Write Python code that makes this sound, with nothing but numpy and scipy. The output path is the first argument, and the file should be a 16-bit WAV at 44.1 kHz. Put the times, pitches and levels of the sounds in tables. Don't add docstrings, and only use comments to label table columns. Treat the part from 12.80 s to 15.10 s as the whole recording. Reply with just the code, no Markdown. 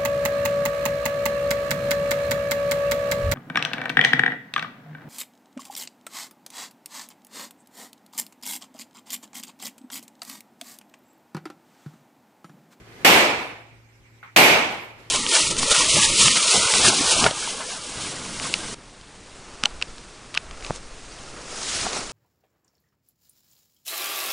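import sys
import numpy as np
from scipy import signal
from scipy.fft import rfft, irfft, next_fast_len
from scipy.io import wavfile
from scipy.ndimage import uniform_filter1d, map_coordinates

SR = 44100
rng = np.random.default_rng(int(sys.argv[2]) if len(sys.argv) > 2 else 0)


def generate_wav(signal):
    frames = np.transpose(np.atleast_2d(signal))
    scaled = np.clip(frames, -1, 1) * 32767
    pcm = np.round(scaled).astype(np.int16)
    wavfile.write(sys.argv[1], SR, pcm)


N = 101430

# start in seconds, base level in dB.
SHOT_EVENTS = [(0.247, -8.5), (1.562, -8)]
KNOCK_EVENTS = [(1.429, -34)]
# frequency in Hz, relative density in dB.
CRACK_SPECTRUM = [(300, -32), (600, -4.5), (750, 7), (950, -6), (2000, -14), (5000, -10), (12000, -22.5),
                  (16000, -40)]
ROAR_SPECTRUM = [(30, -26), (70, -19), (130, -14), (200, -7.5), (330, -4), (500, -4), (750, -3),
                 (950, -4.5), (1300, -6.5), (1750, -6), (2050, -4.5), (2250, -0.5), (2500, -3), (2750, -4),
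                 (3100, -6.5), (3700, -9.5), (6000, -16.5), (8000, -18), (10000, -23), (13000, -16.5),
                 (15000, -29), (16000, -49.5)]
SLAP_SPECTRUM = [(150, -33), (400, -35), (800, 7), (2400, 7), (6000, -11.5), (12000, -17.5), (15000, -25),
                 (16000, -31.5)]
KNOCK_SPECTRUM = [(400, -34), (700, -18), (1200, -3.5), (1600, -9), (2100, -5), (2700, -17.5), (4000, -23),
                  (5500, -41)]
BACKGROUND_SPECTRUM = [(24, -41), (40, -10), (112, -15), (140, -10.5), (433, -10), (585, -16.5),
                       (2210, -17.5), (14100, -41), (16000, -65.5)]
HISS_SPECTRUM = [(5000, -29), (9000, -10.5), (13000, -3.5), (15000, -15), (16000, -32.5)]
AIR_SPECTRUM = [(20, -22.5), (50, -4.5), (90, -9), (150, -14.5), (300, -17.5), (600, -22.5), (850, -21.5),
                (1400, -23.5), (2300, -18.5), (3200, -28), (7700, -31.5), (10000, -41.5), (14000, -38.5),
                (16000, -62.5)]
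# frequency in Hz, late T60 in seconds.
HALL_T60_S = [(60, 1.22), (200, 0.7), (400, 0.74), (750, 0.76), (1300, 0.69), (2300, 0.72), (5000, 0.57),
              (9000, 0.53), (15000, 0.33)]
KNOCK_TAIL_T60_S = [(1000, 0.24), (2100, 0.44), (4000, 0.19)]
# frequency in Hz, hold in seconds.
HALL_HOLD_S = [(100, 0.06), (250, 0.18), (500, 0.17), (1000, 0.21), (2300, 0.16), (6000, 0.17), (13000, .1)]
# time in seconds, level in dB.
BACKGROUND_ENVELOPE = [(0, -49), (.03, -52), (.12, -48), (.21, -44), (.26, -42.5), (.5, -76.5),
                       (2.05, -56.5), (2.14, -65), (2.2, -48), (2.3, -52.5)]
HISS_ENVELOPE = [(1.98, -75), (2.02, -59), (2.06, -62), (2.1, -78), (2.3, -98)]
# frequency in Hz, base level in dB.
HUM_LINES = [(113.0, -57.5), (253.0, -72.5), (328.4, -76), (382.2, -73), (543.7, -78.5), (818.3, -78)]
# frequency in Hz, left-right correlation.
COHERENCE = [(40, .3), (90, .4), (150, .92), (290, .9), (640, .62), (1400, 0), (15000, 0)]
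# frequency in Hz, left over right in dB.
BALANCE_DB = [(40, -1), (120, 0), (400, 1.5), (800, 1.5), (1300, 1), (1900, -3.5), (2400, -7), (3200, 1.5),
              (5000, -3.5), (8000, 0.5), (15000, -2)]


def blast(start_s, pulse_s=0.0001):
    u = elapsed_s(start_s) / pulse_s
    return (u > 0) * (1 - u) * np.exp(-u)


def port_ring(start_s, hz=2494, t60_s=0.061, left_right_db=(-1.5, -2)):
    return np.outer(amp(left_right_db), damped_sine(elapsed_s(start_s), hz, t60_s))


def crack(start_s, t60_s=0.17):
    return decay(diffuse_noise(CRACK_SPECTRUM, patchy_db=2.5), start_s, t60_s, hold_s=0.01)


def roar(start_s):
    return decay(diffuse_noise(ROAR_SPECTRUM, patchy_db=1), start_s, HALL_T60_S, HALL_HOLD_S)


def slap(start_s, delay_s=0.34, t60_s=0.68):
    return decay(diffuse_noise(SLAP_SPECTRUM, patchy_db=3.5), start_s + delay_s, t60_s, hold_s=0.034)


def shots():
    out = np.zeros((2, N))
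    for start_s, db in SHOT_EVENTS:
        out += amp(db - 2) * blast(start_s)
        out += amp(db) * port_ring(start_s)
        out += amp(db - 4) * crack(start_s)
        out += amp(db + 2) * roar(start_s)
        out += amp(db - 27) * slap(start_s)
    return out


def knock(hz=1436, t60_s=0.019, attack_s=0.0013):
    out = np.zeros((2, N))
    for start_s, db in KNOCK_EVENTS:
        t = elapsed_s(start_s)
        ring = damped_sine(t, hz, t60_s) * (1 - np.exp(-t / attack_s))
        wash = decay(diffuse_noise(KNOCK_SPECTRUM, patchy_db=2), start_s, KNOCK_TAIL_T60_S, hold_s=0.015)
        out += amp(db + 4.5) * ring + amp(db - 7.5) * wash
    return out


def background_noise():
    level_db = np.interp(elapsed_s(0), *np.transpose(BACKGROUND_ENVELOPE))
    return amp(level_db) * diffuse_noise(BACKGROUND_SPECTRUM, patchy_db=1.5)


def hiss():
    level_db = np.interp(elapsed_s(0), *np.transpose(HISS_ENVELOPE), left=-120)
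    return amp(level_db) * diffuse_noise(HISS_SPECTRUM, patchy_db=3)


def ventilation_hum(drift_db=1.3, drift_rad=0.14):
    out = np.zeros(N)
    for hz, db in HUM_LINES:
        gain = amp(db + 3.5 + drift_db * wobble(rate_hz=11))
        out += gain * np.sin(2 * np.pi * hz * elapsed_s(0) + drift_rad * wobble(rate_hz=8.9))
    return out


def ventilation_air(rms_db=-58):
    return amp(rms_db) * diffuse_noise(AIR_SPECTRUM, patchy_db=2.5)


def diffuse_noise(spectrum, patchy_db):
    bins = signal.stft(rng.standard_normal((2, N)), nperseg=512)[2]
    patches = rng.standard_normal(bins.shape[1:])
    for axis in (0, 1):
        patches = uniform_filter1d(patches, size=6, axis=axis)
    pair = signal.istft(bins * amp(patchy_db * patches / patches.std()), nperseg=512)[1][:, :N]

    def mid_side_gain(hz):
        width_rad = np.arccos(np.clip(curve_at(COHERENCE, hz), -1, 1)) / 2
        return amp(curve_at(spectrum, hz)) * [np.cos(width_rad), np.sin(width_rad)]

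    mid, side = filtered(pair, mid_side_gain)
    stereo = np.array([mid + side, mid - side])
    stereo = filtered(stereo, lambda hz: amp(np.outer([0.5, -0.5], curve_at(BALANCE_DB, hz))))
    return stereo / stereo.std()


def decay(x, start_s, t60_s, hold_s, attack_s=0.00054, bend_s=0.012, hold_speed=0.44):
    hz, t, bins = signal.stft(x, SR, nperseg=256)
    age_s = np.abs(t - start_s)
    past_hold_s = bend_s * np.logaddexp(0, (age_s - curve_at(hold_s, hz)[:, None]) / bend_s)
    decayed_s = hold_speed * age_s + (1 - hold_speed) * past_hold_s
    fall = amp(-60 * decayed_s / curve_at(t60_s, hz)[:, None])
    onset = 1 - np.exp(-elapsed_s(start_s) / attack_s)
    return signal.istft(bins * fall, SR, nperseg=256)[1][:, :N] * onset


def damped_sine(t, hz, t60_s):
    return np.sin(2 * np.pi * hz * t) * amp(-60 * t / t60_s)


def wobble(rate_hz):
    return map_coordinates(rng.standard_normal(int(N * rate_hz / SR) + 4), [elapsed_s(0) * rate_hz])


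def filtered(x, gain_at_hz):
    size = next_fast_len(N + 8192)
    return irfft(rfft(x, size) * gain_at_hz(np.fft.rfftfreq(size, 1 / SR)), size)[..., :N]


def curve_at(curve, hz):
    if np.isscalar(curve):
        return np.full_like(hz, curve)
    row_hz, values = np.transpose(curve)
    return np.interp(np.log(hz + 1), np.log(row_hz + 1), values)


def elapsed_s(start_s):
    return np.maximum(np.arange(N) / SR - start_s, 0)


def amp(db):
    return 10 ** (np.asarray(db) / 20)


def scene():
    return shots() + knock() + ventilation_hum() + background_noise() + hiss() + ventilation_air()


def record(dry):
    knee_db, ratio, window_s = -8, 2.54, 0.018
    ceiling, hardness, cutoff_hz = 1.25, 2.8, 16480
    power = np.abs(uniform_filter1d((dry ** 2).mean(0), round(window_s * SR)))
    limited = dry * (1 + power / amp(2 * knee_db)) ** ((1 / ratio - 1) / 2)
    clipped = limited / (1 + np.abs(limited / ceiling) ** hardness) ** (1 / hardness)
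    return filtered(clipped, lambda hz: hz < cutoff_hz)


dry = scene()
out = record(dry)
generate_wav(out)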